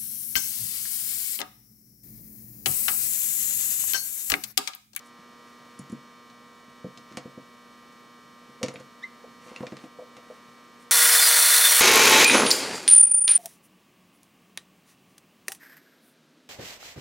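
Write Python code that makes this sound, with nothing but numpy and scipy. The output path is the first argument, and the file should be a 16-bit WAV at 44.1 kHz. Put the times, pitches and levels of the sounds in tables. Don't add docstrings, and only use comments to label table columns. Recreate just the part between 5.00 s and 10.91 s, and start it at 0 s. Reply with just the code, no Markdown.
import sys
import numpy as np
from scipy import signal
from scipy.fft import rfft, irfft, next_fast_len
from scipy.io import wavfile
from scipy.ndimage import map_coordinates

SR = 44100
rng = np.random.default_rng(int(sys.argv[2]) if len(sys.argv) > 2 else 0)


def output_pcm(signal):
    pcm = np.clip(np.atleast_2d(signal).T, -1, 1) * 32767
    wavfile.write(sys.argv[1], SR, np.round(pcm).astype(np.int16))


N = 260631
T = np.arange(N) / SR
BUZZ_HZ = 120.024

# (frequency [Hz], relative level [dB], t60 [s])
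BRACKET_MODES = [(1338, -14, 0.083), (2663, -9, 0.063), (2795, -11.5, 0.068), (4380, -31, .13),
                 (5090, -25.5, .1), (6970, -17.5, 0.088), (8270, -18.5, 0.031), (10380, -9.5, 0.027),
                 (10720, -16, 0.022)]
# (time [s], snap gain [dB], tone centre [Hz], tone width [octaves], ring gain [dB])
JAW_CLICKS = [(.7912, -39.5, 8800, .55, -33.5), (.898, -43, 7500, .5, -45), (.92, -45, 8800, .6, -42),
              (1.30, -43.5, 4550, .56, -70), (1.975, -34.5, 4930, 1.06, -64),
              (2.124, -39.5, 3500, 1.2, -70), (2.1715, -25, 14000, 1.6, -64),
              (2.1726, -23.5, 1300, 1.3, -58), (3.6305, -14, 5800, 1.4, -35), (3.661, -30, 4000, 1.5, -55),
              (3.684, -24.5, 3400, 1.5, -37), (3.739, -50, 8000, .8, -38.5), (3.758, -30.5, 2500, .6, -55),
              (3.80, -45, 7500, .8, -49), (4.562, -31, 2750, 1, -28.5), (4.6682, -27, 2720, 1.14, -52),
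              (4.769, -33, 2800, 1.44, -46), (4.789, -38.5, 2500, 1, -59), (5.168, -34, 1700, 2.2, -45)]
# (time [s], level [dB], tone centre [Hz])
TOOL_KNOCKS = [(3.757, -35, 380), (3.802, -39, 280), (4.514, -37, 340), (4.606, -26, 240),
               (4.6293, -25.5, 620), (4.722, -29.5, 265), (4.839, -33.5, 300)]


def amp(db):
    return 10 ** (np.asarray(db) / 20)


def unit(x):
    return x / np.sqrt(np.mean(x ** 2) + 1e-20)


def along(points, hz):
    freqs, values = np.transpose(points)
    return np.interp(np.log(hz + 1), np.log(freqs + 1), values)


def bell(hz, centre, octaves):
    return np.exp(-.5 * (np.log2((hz + 1) / centre) / octaves) ** 2)


def swell(time, width_s):
    return np.exp(-.5 * ((T - time) / width_s) ** 2)


def wobble(rate):
    return map_coordinates(rng.standard_normal(int(N * rate / SR) + 4), [T * rate])


def filtered(x, response):
    size = next_fast_len(N + SR // 2)
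    return irfft(rfft(x, size) * response(np.fft.rfftfreq(size, 1 / SR)), size)[..., :N]


def sharp_impulse(response, size=1024):
    cepstrum = irfft(np.log(response(np.fft.rfftfreq(size, 1 / SR)) + 1e-5))
    lag = np.arange(size)
    fold = (1 + np.sign(size // 2 - lag)) * (lag > 0)
    impulse = irfft(np.exp(rfft(cepstrum * fold)))
    return impulse / np.linalg.norm(impulse)


def add(track, time, sound):
    part = track[round(time * SR):][:len(sound)]
    part += sound[:len(part)]


def diffuse(pair):
    # (frequency [Hz], coherence [0-1])
    coherence = [(25, 0.2), (120, 0.75), (1000, 0.76), (4000, 0.7), (10000, 0.99)]
    angle = lambda hz: np.arccos(np.clip(along(coherence, hz), 0, 1)) / 2
    mid, side = filtered(pair, lambda hz: np.array([np.cos(angle(hz)), np.sin(angle(hz))]))
    return np.array([mid + side, mid - side])


def transformer(trim_db=-.24, waver_db=.5, stereo_scatter_db=.93, fade_db_per_s=.18, dispersion=.69):
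    # (multiple of the buzz rate, level [dB])
    harmonics = [(1, -79), (2, -58), (3, -80), (4, -64), (5, -72), (6, -76), (7, -80), (8, -65), (9, -60),
                 (10, -59), (11, -65), (12, -77), (13, -70), (14, -72), (15, -70), (16, -65), (19, -65),
                 (20, -78), (21, -78), (24, -75), (25, -74), (26, -72), (28, -81), (29, -76), (30, -73),
                 (31, -80), (32, -74), (34, -83), (35, -85), (36, -71), (37, -83), (38, -80), (39, -85),
                 (43, -74), (44, -85), (46, -82), (47, -82), (48, -75), (53, -78), (54, -84), (55, -86),
                 (56, -86), (57, -87), (59, -85), (66, -86), (70, -88), (71, -90), (74, -90), (106, -93),
                 (108, -85), (109, -91), (111, -88), (113, -89), (124, -95), (125, -97), (126, -96)]
    out = np.zeros((2, N))
    cycle = np.linspace(0, 1, 4097)
    for group in range(4):
        waves = sum(amp(db + stereo_scatter_db * rng.standard_normal((2, 1)))
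                    * np.cos(2 * np.pi * k * cycle - dispersion * k ** 2)
                    for k, db in harmonics[group::4])
        buzz = np.array([np.interp(BUZZ_HZ * T % 1, cycle, wave) for wave in waves])
        out += amp(waver_db * wobble(2.49)) * buzz
    return np.sqrt(2) * amp(trim_db - fade_db_per_s * (T - T.mean())) * out


def room_tone(level_db=-57.5, drift_db=.72, sizzle=.19, sizzle_above_hz=1000):
    # (frequency [Hz], relative level [dB])
    air_eq = [(20, -29), (45, -13.5), (70, -12), (105, -11.5), (145, -4), (210, 2), (320, -1.5),
              (520, -3.5), (850, -7.5), (2000, -11.5), (5000, -19), (8000, -22), (11000, -27.5),
              (15500, -31.5)]
    noise = unit(filtered(diffuse(rng.standard_normal((2, N))), lambda hz: amp(along(air_eq, hz))))
    treble = filtered(noise, lambda hz: hz ** 2 / (hz ** 2 + sizzle_above_hz ** 2))
    pulse = sizzle * np.cos(2 * np.pi * BUZZ_HZ * T)
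    return amp(level_db - drift_db * wobble(2.81)) * (noise + pulse * treble)


def rustle(attack_s=.024, release_s=.06, grain_db=4, hiss_hz=8000):
    # (start [s], hold [s], level [dB])
    rubs = [(0, 1.15, -67), (2.1, .08, -63), (3.636, 0.17, -59), (4.43, 0.076, -55.5), (4.512, .33, -60),
            (5.17, .73, -65.5)]
    # (frequency [Hz], relative level [dB])
    rub_eq = [(150, -26), (500, 13), (1300, 11.5), (2200, 11), (3500, 1.5), (6000, 2), (8500, -6.5),
              (12000, -17), (15500, -37)]
    # (time [s], level [dB], half length [s])
    brushes = [(0.069, -61, 0.013), (.48, -71, 0.027), (2.925, -67, .004), (4.47, -66, .035),
               (4.62, -66, .03), (4.84, -67, .025), (5.33, -76, .08), (5.822, -67.5, 0.021)]

    def catches():
        return rng.standard_normal(N) * amp(grain_db * np.tanh(wobble(250)) + 2.3 * np.tanh(wobble(25)))

    resonance = lambda hz: 1 + .63 * sum(bell(hz, mode[0], octaves=.015) for mode in BRACKET_MODES)
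    friction = unit(filtered(catches(), lambda hz: amp(along(rub_eq, hz)) * resonance(hz)))
    hiss = unit(filtered(catches(), lambda hz: bell(hz, hiss_hz, octaves=.48)))
    pressure = sum(
        amp(db) * np.interp(T, np.cumsum([start - attack_s, attack_s, hold, release_s]), [0, 1, 1, 0])
        for start, hold, db in rubs)
    brushing = sum(amp(db) * swell(time, width) for time, db, width in brushes)
    return pressure * friction + brushing * hiss


def board_pushes(fidgets_per_s=3, hz_per_octave=370):
    # (time [s], level [dB], tone centre [Hz])
    bumps = [(0.191, -47, 210), (.794, -30.5, 160), (.899, -33.5, 180), (.926, -24.5, 225),
             (1.68, -47, 170), (1.8446, -24.8, 270), (2.115, -39, 220), (2.147, -40, 240),
             (2.255, -31, 260), (2.376, -33, 280), (3.493, -43, 300), (3.64, -22, 340), (4.462, -41, 340)]
    # (time [s], level [dB])
    taps = [(3.614, -32.5), (3.74, -39), (4.24, -39), (4.9872, -33.5), (5.015, -37), (5.178, -45),
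            (5.301, -35)]
    chance = rng.standard_normal((int(fidgets_per_s * N / SR), 2))
    fidgets = [((k + (1 + np.tanh(late)) / 2) / fidgets_per_s, -61 + 2 * hard, 135)
               for k, (late, hard) in enumerate(chance)]
    pushes = [(time, db, hz, .8) for time, db, hz in TOOL_KNOCKS]
    pushes += [(time, 1.3 * db - 1, 300, 1.2) for time, db, *_ in JAW_CLICKS]
    pushes += [(time, db, 532, .52) for time, db in taps]
    return pushes + [(time, db, hz, hz / hz_per_octave) for time, db, hz in bumps + fidgets]


def board_thumps(attack_s=.0094, scatter_db=3, low_cut_hz=90):
    # (frequency [Hz], relative level [dB], t60 [s])
    board_modes = [(137.8, -13.5, 0.17), (185.8, -3, 0.05), (231.1, 3.5, 0.048), (263.2, -2.5, 0.053),
                   (309.6, -5, 0.058), (347, -6.5, 0.043), (402, -11.5, 0.035), (466, -8.5, 0.059),
                   (498.5, -3, 0.078), (526.7, -2.5, 0.041), (604.6, -6.5, 0.054), (690, -8.5, 0.068),
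                   (825, -9.5, 0.041), (956, -6.5, 0.041), (1106, -5.5, 0.045)]
    hz, db, t60 = np.transpose(board_modes)
    out, t = np.zeros(N), np.arange(SR // 3) / SR
    envelopes = amp(db[:, None] - 60 * t / t60[:, None]) * (1 - np.exp(-t / attack_s))
    for time, level, centre, octaves in board_pushes():
        phases = .3 * rng.standard_normal((len(hz), 1))
        strengths = bell(hz, centre, octaves) * amp(scatter_db * rng.standard_normal(len(hz)))
        thump = strengths @ (envelopes * np.sin(2 * np.pi * hz[:, None] * t + phases))
        add(out, time, amp(level) * thump / np.abs(thump).max())
    return signal.sosfilt(signal.butter(2, low_cut_hz, "highpass", fs=SR, output="sos"), out)


def plier_clicks(chatter=.31, chatter_t60=.037, snap_trim_db=-1):
    # (frequency [Hz], relative level [dB])
    steel_eq = [(200, -31.5), (700, 9), (1200, 6.5), (1600, 2), (2200, 4.5), (2800, 2), (3300, -0.5),
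                (4200, 0.5), (6000, -2), (7400, -5.5), (8800, -8.5), (11500, -19.5), (15500, -31)]
    ticks = [(time, db - 7, 1000, 1.45, db - 22) for time, db, _ in TOOL_KNOCKS]
    out, t = np.zeros(N), np.arange(SR // 5) / SR
    for time, snap_db, centre, octaves, ring_db in JAW_CLICKS + ticks:
        force = chatter * rng.standard_normal(len(t)) * amp(-60 * t / chatter_t60)
        force[0] = 2.87
        colour = sharp_impulse(lambda hz: amp(along(steel_eq, hz)) * bell(hz, centre, octaves))
        add(out, time, amp(snap_db + snap_trim_db) * signal.fftconvolve(force, colour))
        for hz, mode_db, t60 in BRACKET_MODES:
            envelope = bell(hz, centre, octaves) * amp(ring_db + mode_db - 60 * t / t60)
            add(out, time, envelope * np.sin(2 * np.pi * hz * t + rng.uniform(0, 2 * np.pi)))
    return out


def wire_squeak(lock_s=4.0425, lock_hz=2058, climb_hz_per_s=21000, swell_s=.003, ring_t60=.24):
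    until_lock = np.clip(lock_s - T, 0, lock_hz / climb_hz_per_s)
    since_lock = np.maximum(T - lock_s, 0)
    grip = swell(lock_s - .0078, width_s=.0055)
    pitch = lock_hz - climb_hz_per_s * until_lock
    jitter = 1 + .019 * grip * wobble(500)
    phase = 2 * np.pi * np.cumsum(pitch * jitter) / SR
    ring = amp(-46 - 60 * since_lock / ring_t60) * (1 - np.exp(-since_lock / swell_s))
    envelope = amp(-41.5) * grip + amp(-27.5) * swell(lock_s, swell_s) + ring
    overtones = sum(amp(db) * np.sin(k * phase) for k, db in [(2, -44), (3, -55), (4, -66)])
    return envelope * np.sin(phase) + grip * overtones


def workshop_reverb(send, predelay_s=.005):
    # (frequency [Hz], t60 [s])
    decay = [(150, 0.17), (600, 0.42), (2000, 0.18), (6000, 0.14), (12000, 0.047)]
    hz, t, noise = signal.stft(rng.standard_normal((2, SR // 2)), SR, nperseg=256)
    tail = signal.istft(noise * amp(-60 * t / along(decay, hz)[:, None]), SR, nperseg=256)[1]
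    tail /= np.linalg.norm(tail[0])
    delayed = np.pad(send, (round(predelay_s * SR), 0))[None]
    return diffuse(signal.fftconvolve(delayed, tail, axes=1)[:, :N])


def scene():
    wood = board_thumps()
    metal = plier_clicks() + rustle()
    squeak = wire_squeak()
    reverb = workshop_reverb(amp(-16.5) * wood + amp(-8.5) * metal + amp(-12.5) * squeak)
    balance = amp([[-.2], [.2]])
    return (wood + metal + squeak + reverb + transformer() + room_tone()) * balance


def record(dry, high_cut_hz=15800):
    return filtered(dry, lambda hz: hz < high_cut_hz)


dry = scene()
out = record(dry)
output_pcm(out)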